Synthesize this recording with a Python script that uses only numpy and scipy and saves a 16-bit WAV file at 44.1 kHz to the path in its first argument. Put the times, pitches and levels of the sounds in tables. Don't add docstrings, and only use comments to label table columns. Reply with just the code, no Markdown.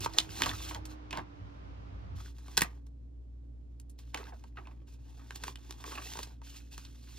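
import sys
import numpy as np
from scipy import signal
from scipy.fft import rfft, irfft
from scipy.io import wavfile
from scipy.ndimage import uniform_filter1d

SR = 44100
rng = np.random.default_rng(int(sys.argv[2]) if len(sys.argv) > 2 else 0)


def digitize_waveform(pressure):
    field = np.atleast_2d(pressure).T
    bounded = np.clip(field, -1, 1)
    quanta = np.round(bounded * 32767).astype(np.int16)
    wavfile.write(sys.argv[1], SR, quanta)


N = 316638
TIME = np.arange(N) / SR
BINS = np.fft.rfftfreq(N, 1 / SR)
DAMPING_HZ = 2545


def gain_of(db):
    return 10 ** (np.asarray(db) / 20)


def evened(x):
    return x / np.sqrt(np.mean(x ** 2) + 1e-20)


def read(points, hz):
    f, value = np.transpose(points)
    return np.interp(np.log(hz + 1), np.log(f + 1), value)


def add(mix, s, sound):
    part = mix[max(round(s * SR), 0):][:len(sound)]
    part += sound[:len(part)]


def drift(rate_hz):
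    noise = rfft(rng.standard_normal(N))
    return evened(irfft(noise / (1 + (BINS / rate_hz) ** 4), N))


def hump(hz, centre_hz, width_hz):
    return 1 / (1 + (2 * (hz - centre_hz) / width_hz) ** 2)


def sheet_db(hz):
    # (centre [Hz], width [Hz], peak height [dB])
    modes = [(1116, 44, 0), (1570, 51, 4.5), (1945, 38, 4), (2550, 52, 5), (3100, 70, 1), (4230, 87, 4.5)]
    return sum(db * hump(hz, centre, width) for centre, width, db in modes)


def causal(db):
    log_gain = np.log(gain_of(np.r_[db, db[-2:0:-1]]))
    return np.exp(np.conj(signal.hilbert(log_gain)))[:len(db)]


def resonate(x, hz, width_hz):
    turn = np.exp(2j * np.pi * np.cumsum(hz) / SR)
    r = np.exp(-np.pi * width_hz / SR)
    smoothed = signal.lfilter([(1 - r) ** 2], [1, -2 * r, r * r], x / turn)
    return 2 * (turn * smoothed).real


def ambient(spectrum):
    # (frequency [Hz], correlation [-1 to 1])
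    likeness = [(60, 0.44), (130, 1), (290, 0.066), (640, -0.82), (3000, -0.17)]
    a, b = rfft(rng.standard_normal((2, N)))
    same = np.clip(read(likeness, BINS), -1, 1)
    pair = np.array([a, same * a + np.sqrt(1 - same ** 2) * b])
    return evened(irfft(pair * gain_of(read(spectrum, BINS)), N))


def appliance(hum_hz=60, overtones_db=2.5, air_db=-58, waver=0.0013):
    # (time [s], rms level [dB])
    hum_levels = [(0, -49.5), (0.2, -57.5), (0.7, -44.5), (1.15, -48.5), (1.35, -55.5), (2.13, -44.5),
                  (2.35, -46.5), (7.1, -50.5)]
    # (nominal frequency [Hz], relative level [dB])
    overtones = [(118.4, -66), (236.9, -77), (279.9, -71.5)]
    # (frequency [Hz], relative level [dB])
    air = [(30, -36), (52, 7.5), (72, -6), (110, -2.5), (180, -12.5), (285, -10), (420, -17.5), (720, -25),
           (1500, -41), (8000, -52), (16000, -75.5)]
    hum_gain = gain_of(np.interp(TIME, *np.transpose(hum_levels)))
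    hum = hum_gain * np.sin(2 * np.pi * np.cumsum(hum_hz * (1 + waver * drift(0.87))) / SR)
    for hz, db in overtones:
        tone_gain = gain_of(db + overtones_db + drift(7.9))
        hum += tone_gain * np.sin(2 * np.pi * np.cumsum(hz * (1 + waver * drift(4.3))) / SR)
    return np.sqrt(2) * hum + gain_of(air_db) * ambient(air)


def vehicle(lumps_db=2.5, lumps_hz=7):
    # (time [s], road noise [dB], engine rumble [dB], whine pitch [Hz], whine level [dB])
    passage = [(0, -59.5, -47, 326.6, -60.5), (0.799, -54.5, -53, 307.8, -55.5),
               (1.25, -58, -57, 296.8, -58.5), (1.5, -56.5, -54, 288, -64.5),
               (2.15, -57.5, -47.5, 283, -71.5), (2.35, -80, -64, 287, -71.5)]
    # (frequency [Hz], relative level [dB])
    road = [(100, -5.5), (200, 1.5), (600, 2), (1100, 1), (1700, -7), (2700, -11.5), (5800, -22),
            (11000, -51)]
    engine = [(35, -31), (52, -4), (70, -12.5), (95, 5.5), (125, -14.5), (185, -14), (400, -80)]
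    s, *columns = np.transpose(passage)
    road_db, rumble_db, whine_hz, whine_db = (np.interp(TIME, s, c) for c in columns)
    whine_gain = np.sqrt(2) * gain_of(whine_db + 1.1 * drift(4))
    whine = whine_gain * np.sin(2 * np.pi * np.cumsum(whine_hz * (1 + 0.0084 * drift(7.0))) / SR)
    rumble = gain_of(rumble_db + lumps_db * drift(lumps_hz)) * ambient(engine)
    gone = np.clip((TIME - s[-1]) / 0.12, 0, 1)
    return (1 - gone) * (gain_of(road_db) * ambient(road) + rumble + whine)


def stroke_gains(attack_s=0.019, release_t60_s=0.047, release_share=0.99, held_db=-92.5):
    # (start [s], hold length [s], hiss [dB], deeper scrape [dB], swell from start to end [dB])
    strokes = [ (0.0, 0.045, -43.5, -49, 1), (0.078, 0.19, -60.5, -58.5, -1),
               (0.16, 0.074, -51.5, -53, -6.5), (0.28, 0.12, -51, -57.5, 11.5),
               (0.395, 0.0997, -46.5, -44.5, 5), (0.517, 0.18, -48.5, -60, 4),
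               (0.871, 0.05, -61.5, -61.5, 10), (1.114, 0.075, -69.5, -46.5, 6.5),
               (2.15, .14, -60.5, -65, -3.5), (2.329, 0.29, -66, -68.5, 18.5),
               (2.619, 0.18, -76, -68.5, -26.5), (3.975, 0.2, -73, -85.5, -12.5),
               (4.129, 0.16, -64.5, -55.5, -7.5), (4.328, 0.16, -74, -76, -5.5),
               (4.553, 0.27, -78, -69, -16), (4.865, 0.086, -69.5, -76, -2),
               (4.981, 0.44, -71, -70.5, 12.5), (5.341, 0.019, -49, -59.5, 9),
               (5.413, 0.083, -53.5, -58.5, 1), (5.562, .27, -66, -66.5, 11),
               (5.848, .15, -51.5, -55.5, -2), (5.999, 0.21, -51, -61, -1.5),
               (6.259, 0.11, -71, -67, -24.5), (6.426, .14, -56.5, -71, 7), (6.579, .11, -69, -79, 2),
               (6.704, .16, -61.5, -73.5, -6), (6.872, .3, -65.5, -76.5, 10.5),]
    power = gain_of([[held_db], [held_db]]) ** 2 * np.ones(N)
    for start, length, hiss_db, scrape_db, swell_db in strokes:
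        release_t60 = release_t60_s + release_share * length
        t = np.arange(0, length + release_t60, 1 / SR)
        swell = swell_db * (np.minimum(t / length, 1) - .5)
        release = -60 * np.maximum(t - length, 0) / release_t60
        envelope = np.minimum(t / attack_s, 1) * gain_of(swell + release)
        add(power[0], start, (gain_of(hiss_db) * envelope) ** 2)
        add(power[1], start, (gain_of(scrape_db) * envelope) ** 2)
    return np.sqrt(power)


def friction(spectrum, grains_per_s):
    slips = rng.standard_normal(N) * (rng.random(N) < grains_per_s / SR)
    colour_db = read(spectrum, BINS) + sheet_db(BINS)
    return evened(irfft(rfft(slips) * gain_of(colour_db), N))


def bending(x, echo=0.54, trip_s=.0012):
    delay = trip_s * gain_of(2 * drift(9.6))
    return evened(x + echo * np.interp(TIME - delay, TIME, x))


def slides(hiss_gain, scrape_gain, hiss_db=1, judder_db=1.37, catch_db=2.0, judder_hz=70, push_db=2.13, push_hz=16):
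    # (frequency [Hz], relative level [dB])
    hiss_colour = [(600, -24), (1600, -10), (2800, -1), (7000, 0), (9500, -3), (16000, -15)]
    scrape_colour = [(100, -3.5), (400, 13), (620, 0), (900, 3.5), (1500, -5.5), (2700, -11), (6000, -21.5),
                     (16000, -46)]
    hiss = hiss_gain * gain_of(hiss_db) * friction(hiss_colour, grains_per_s=19000)
    scrape = scrape_gain * bending(friction(scrape_colour, grains_per_s=2900))
    push = gain_of(push_db * drift(push_hz))
    catch = gain_of(catch_db * drift(judder_hz))
    judder = gain_of(judder_db * drift(judder_hz))
    return push * (hiss + scrape * catch) * judder


def crinkle(hiss_gain, scrape_gain, level_db=-7, hiss_db=-11, per_s=300, spread_db=5,
            low_hz=900, high_hz=3900, clump_db=4, count=24):
    t, out = np.arange(SR // 50) / SR, np.zeros(N)
    pitches = np.geomspace(low_hz, high_hz, count) * gain_of(rng.uniform(-0.36, 0.66, count))
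    for hz in pitches:
        sizes = gain_of(spread_db * np.minimum(rng.exponential(1, N), 3))
        flips = (rng.random(N) < per_s / count / SR) * sizes
        tick = np.cos(2 * np.pi * hz * t) * np.exp(-t * hz / 2)
        out += signal.oaconvolve(flips, tick)[:N]
    stroke_gain = scrape_gain * gain_of(level_db) + hiss_gain * gain_of(hiss_db)
    return stroke_gain * evened(out * gain_of(clump_db * drift(38)))


def free_edge(x, ring_hz=3450, width_hz=420, wander_db=1.65, wander_hz=3, ring_db=-3):
    pitch = ring_hz * gain_of(wander_db * drift(wander_hz))
    return x + gain_of(ring_db) * resonate(x, pitch, width_hz)


def crackle(t, t60, rise_s=0.00051, clump_db=4, damping=0.14, even_hz=900):
    hz = np.fft.rfftfreq(len(t), 1 / SR)
    grains, clumps = rng.standard_normal((2, len(t)))
    slips = rfft(grains * gain_of(clump_db * evened(uniform_filter1d(clumps, 30))))
    centres, spray = np.geomspace(500, 16000, 6), 0
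    for centre, own in zip(centres, np.eye(len(centres))):
        band_t60 = max(t60, .005) * (DAMPING_HZ / centre) ** damping
        band = irfft(slips * read(np.c_[centres, own], hz))
        spray = spray + band * (1 - np.exp(-t / rise_s)) * gain_of(-60 * t / band_t60)
    z = rfft(spray)
    local_power = np.convolve(abs(z) ** 2, np.hanning(int(even_hz / hz[1])), "same")
    return z / np.sqrt(local_power)


def burst(sound, db):
    return gain_of(db) * evened(sound) * np.sqrt(0.0071 * SR / len(sound))


def snaps(lead_s=0.00028, ring_share=0.64, ring_width=0.26, tick_db=-6, travel_s=.0006, size=4096):
    # (time [s], level [dB], ring pitch [Hz], approximate fall away from it [dB per octave],
    #  nominal crackle t60 at DAMPING_HZ, at least 5 ms in use [s])
    buckles = [ (0.006, -41.5, 8100, 4, 0.015), (0.046, -34.5, 4020, 6, .035),
               (0.0605, -27.5, 971, 11, 0.01), (0.136, -47, 4400, 7, 0.023), (0.1851, -18, 3782, 10, .016),
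               (0.408, -40.5, 1310, 8, 0.014), (0.4198, -24, 1700, 8, 0.0043),
               (0.435, -29.5, 2950, 11.5, 0.015), (0.46, -28.5, 1150, 7, 0.044),
               (0.493, -36, 3460, 17, 0.017), (0.513, -40, 1780, 13.5, 0.0043),
               (0.747, -41.5, 3280, 6.5, 0.012), (0.854, -45, 9000, 1.5, 0.049),
               (1.108, -42.5, 2630, 8, 0.033), (1.1281, -38, 2700, 12, 0.025), (1.151, -49, 3000, 13, .025),
               (1.173, -41, 1500, 7, 0.0087), (2.384, -57, 1220, 2.5, 0.057), (2.482, -51, 1050, 6, 0.016),
               (2.5704, -27, 5200, 4, 0.0064), (2.575, -20, 4100, 3, 0.025),
               (2.579, -31, 1640, 14.5, 0.079), (2.6085, -31, 2600, 2.5, 0.0081),
               (2.6186, -24, 7000, 0, 0.0039), (2.6194, -24.5, 1889, 9, 0.04),
               (2.866, -63.5, 3000, -1, 0.024), (3.799, -53, 9390, 6, 0.018),
               (3.897, -55, 9940, 10.5, 0.055), (3.989, -53.5, 2860, 2, 0.064),
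               (4.1451, -34.5, 2480, 8.5, 0.0092), (4.173, -41.5, 1830, 8, 0.047),
               (4.439, -53, 885, 7.5, 0.031), (4.654, -60, 2500, 26, 0.018),
               (4.671, -57.5, 2706, 12, 0.028), (5.307, -42.5, 1730, 8.5, 0.0067),
               (5.358, -44.5, 8900, 3, 0.017), (5.4367, -36.5, 1500, 5, 0.018),
               (5.48, -38, 1110, 7, 0.0099), (5.557, -46.5, 3110, 9, 0.0081),
               (5.708, -42.5, 3200, 3.5, 0.012), (5.724, -51.5, 3600, 5.5, 0.0062),
               (5.8409, -46, 1400, 5.5, 0.0055), (5.92, -40.5, 1200, 7.5, 0.1),
               (5.953, -44.5, 2640, 14, 0.014), (5.982, -46, 2700, 22.5, 0.02),
               (6.136, -44.5, 3550, 5.5, 0.0047), (6.155, -43.5, 900, 6, 0.018),
               (6.171, -41.5, 990, 4, 0.027), (6.1902, -38.5, 1360, 5, 0.0052),
               (6.193, -45, 435, 12.5, 0.015), (6.23, -39, 4670, 4, 0.035), (6.417, -53, 944, 8, 0.026),
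               (6.779, -44.5, 1116, 2.5, 0.03), (6.85, -50.5, 3760, 7.5, 0.045)]
    # (frequency [Hz], relative level [dB])
    snap_colour = [(60, -6.5), (160, 6), (260, -2), (450, 1.5), (650, -6), (950, 2.5), (1500, -6),
                   (4300, -2), (5600, -1), (8600, 1), (16000, -12.5)]
    brighten, neutral_db, treble_hz = 0.12, -34.5, 7040
    t, hz, out = np.arange(size) / SR, np.fft.rfftfreq(size, 1 / SR), np.zeros(N)
    colour_db = read(snap_colour, hz) + sheet_db(hz)
    dispersion = np.exp(-4j * np.pi * travel_s * DAMPING_HZ * np.tanh(np.sqrt(hz / DAMPING_HZ)))
    for s, db, ring_hz, fall_db, t60 in buckles:
        octaves = np.log2((hz + 1) / ring_hz)
        away = 3.67 * np.tanh(abs(octaves) / 3.8) * np.where(octaves < 0, .8, 1)
        ring_db = fall_db * (ring_share * hump(hz, ring_hz, ring_width * ring_hz) - away)
        treble_db = brighten * (db - neutral_db) * hz ** 2 / (hz ** 2 + treble_hz ** 2)
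        response = causal(colour_db + treble_db + ring_db) * dispersion
        tick = gain_of(tick_db) * evened(np.roll(irfft(response), 20))
        sound = tick + evened(irfft(response * crackle(t, t60)))
        sound = sound * np.clip((t[-1] - t) / .02, 0, 1) ** 2
        add(out, s - lead_s, burst(sound, db))
    return out


def flexes(sag_octaves=0.49, width_share=.22, rise_share=0.059, clump_db=4, damping=.5, size=8192):
    # (time [s], decay constant at the pitch [s], level [dB], starting pitch [Hz])
    bends = [ (0.708, .014, -39, 1106), (0.748, .016, -40, 1103), (1.128, .022, -36.5, 1170),
             (1.169, .016, -37, 1120), (1.19, .007, -39.5, 1230), (2.643, .007, -40.5, 1345),
             (4.142, .008, -36.5, 1043), (4.267, 0.0096, -55, 1750), (4.321, 0.013, -47.5, 877),
             (4.57, 0.019, -41.5, 1380), (4.669, 0.014, -50.5, 1076), (4.71, 0.0077, -60, 1284),
             (5.19, 0.02226, -56.5, 1320), (5.839, .009, -43.5, 1196), (5.974, 0.012, -38, 1308)]
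    # (multiple of its pitch [ratio], relative level [dB])
    bend_modes = [(.38, -9), (.68, -2.5), (1, 3), (1.38, -4.5), (2.05, -7), (2.75, -15.5)]
    t, out = np.arange(size) / SR, np.zeros(N)
    for s, length, db, hz in bends:
        grains, clumps = rng.standard_normal((2, size))
        clumping = gain_of(clump_db * evened(uniform_filter1d(clumps, size=64)))
        slips = grains * clumping * np.minimum(t / (rise_share * length), 1)
        pitch = hz * 2 ** (-sag_octaves * np.tanh(.5 * t / length))
        sound = np.zeros(size)
        for k, mode_db in bend_modes:
            dying = slips * np.exp(-t / length * k ** damping)
            mode = resonate(dying, k * pitch, width_share * hz * np.sqrt(k))
            sound += gain_of(mode_db) * evened(mode)
        add(out, s, burst(sound, db))
    return out


def room(x, early_db=-10, early_t60=0.076, wall_db=-17, wall_s=0.016, tail_db=-20, size=22050):
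    # (frequency [Hz], t60 [s])
    tail_t60 = [(1000, 0.3), (16000, 0.0057)]
    t = np.arange(size) / SR
    taps = rng.choice([-1., 1.], (3, size)) * (rng.random((3, size)) < 4000 / SR) * (t > .001)
    desk = evened(taps[0] * gain_of(-60 * t / early_t60))
    wall = evened(taps[1:] * np.exp(-((t - wall_s) / 0.002) ** 2))
    hz, frames, z = signal.stft(taps[1:], SR, nperseg=256)
    decay = gain_of(-60 * frames / read(tail_t60, hz)[:, None])
    tail = evened(signal.istft(z * decay, SR, nperseg=256)[1][:, :size])
    response = gain_of(early_db) * desk + gain_of(wall_db) * wall + gain_of(tail_db) * tail
    return signal.fftconvolve(x[None], response / np.sqrt(size), axes=1)[:, :N]


def scene():
    # (frequency [Hz], lead of left over right [rad])
    lead = [(400, 0.68), (750, 1.76), (1600, 0.73), (2800, 1.01), (3700, 0.52), (5300, 1.41), (8500, 3),
            (11500, 3), (16000, 9)]
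    hiss_gain, scrape_gain = stroke_gains()
    rubbing = slides(hiss_gain, scrape_gain) + crinkle(hiss_gain, scrape_gain)
    film = snaps() + flexes() + free_edge(rubbing)
    lag = np.exp(-1j * read(lead, BINS) * np.array([[0], [1]]))
    near = rfft(film + room(film)) * lag
    return irfft(near, N) + appliance() + vehicle()


def record(dry):
    # (frequency [Hz], left minus right [dB])
    balance = [(60, 0), (290, -8), (640, -4.5), (1400, -0.5), (4000, -2.5), (8000, -0.5)]
    tilt_db = read(balance, BINS) * np.array([[.5], [-.5]])
    tilted = irfft(rfft(dry) * gain_of(tilt_db), N)
    edge_hz = 16200
    low_pass = signal.firwin(511, edge_hz, window=("kaiser", 9), fs=SR)
    return signal.oaconvolve(tilted, low_pass[None], "same")


dry = scene()
out = record(dry)
digitize_waveform(out)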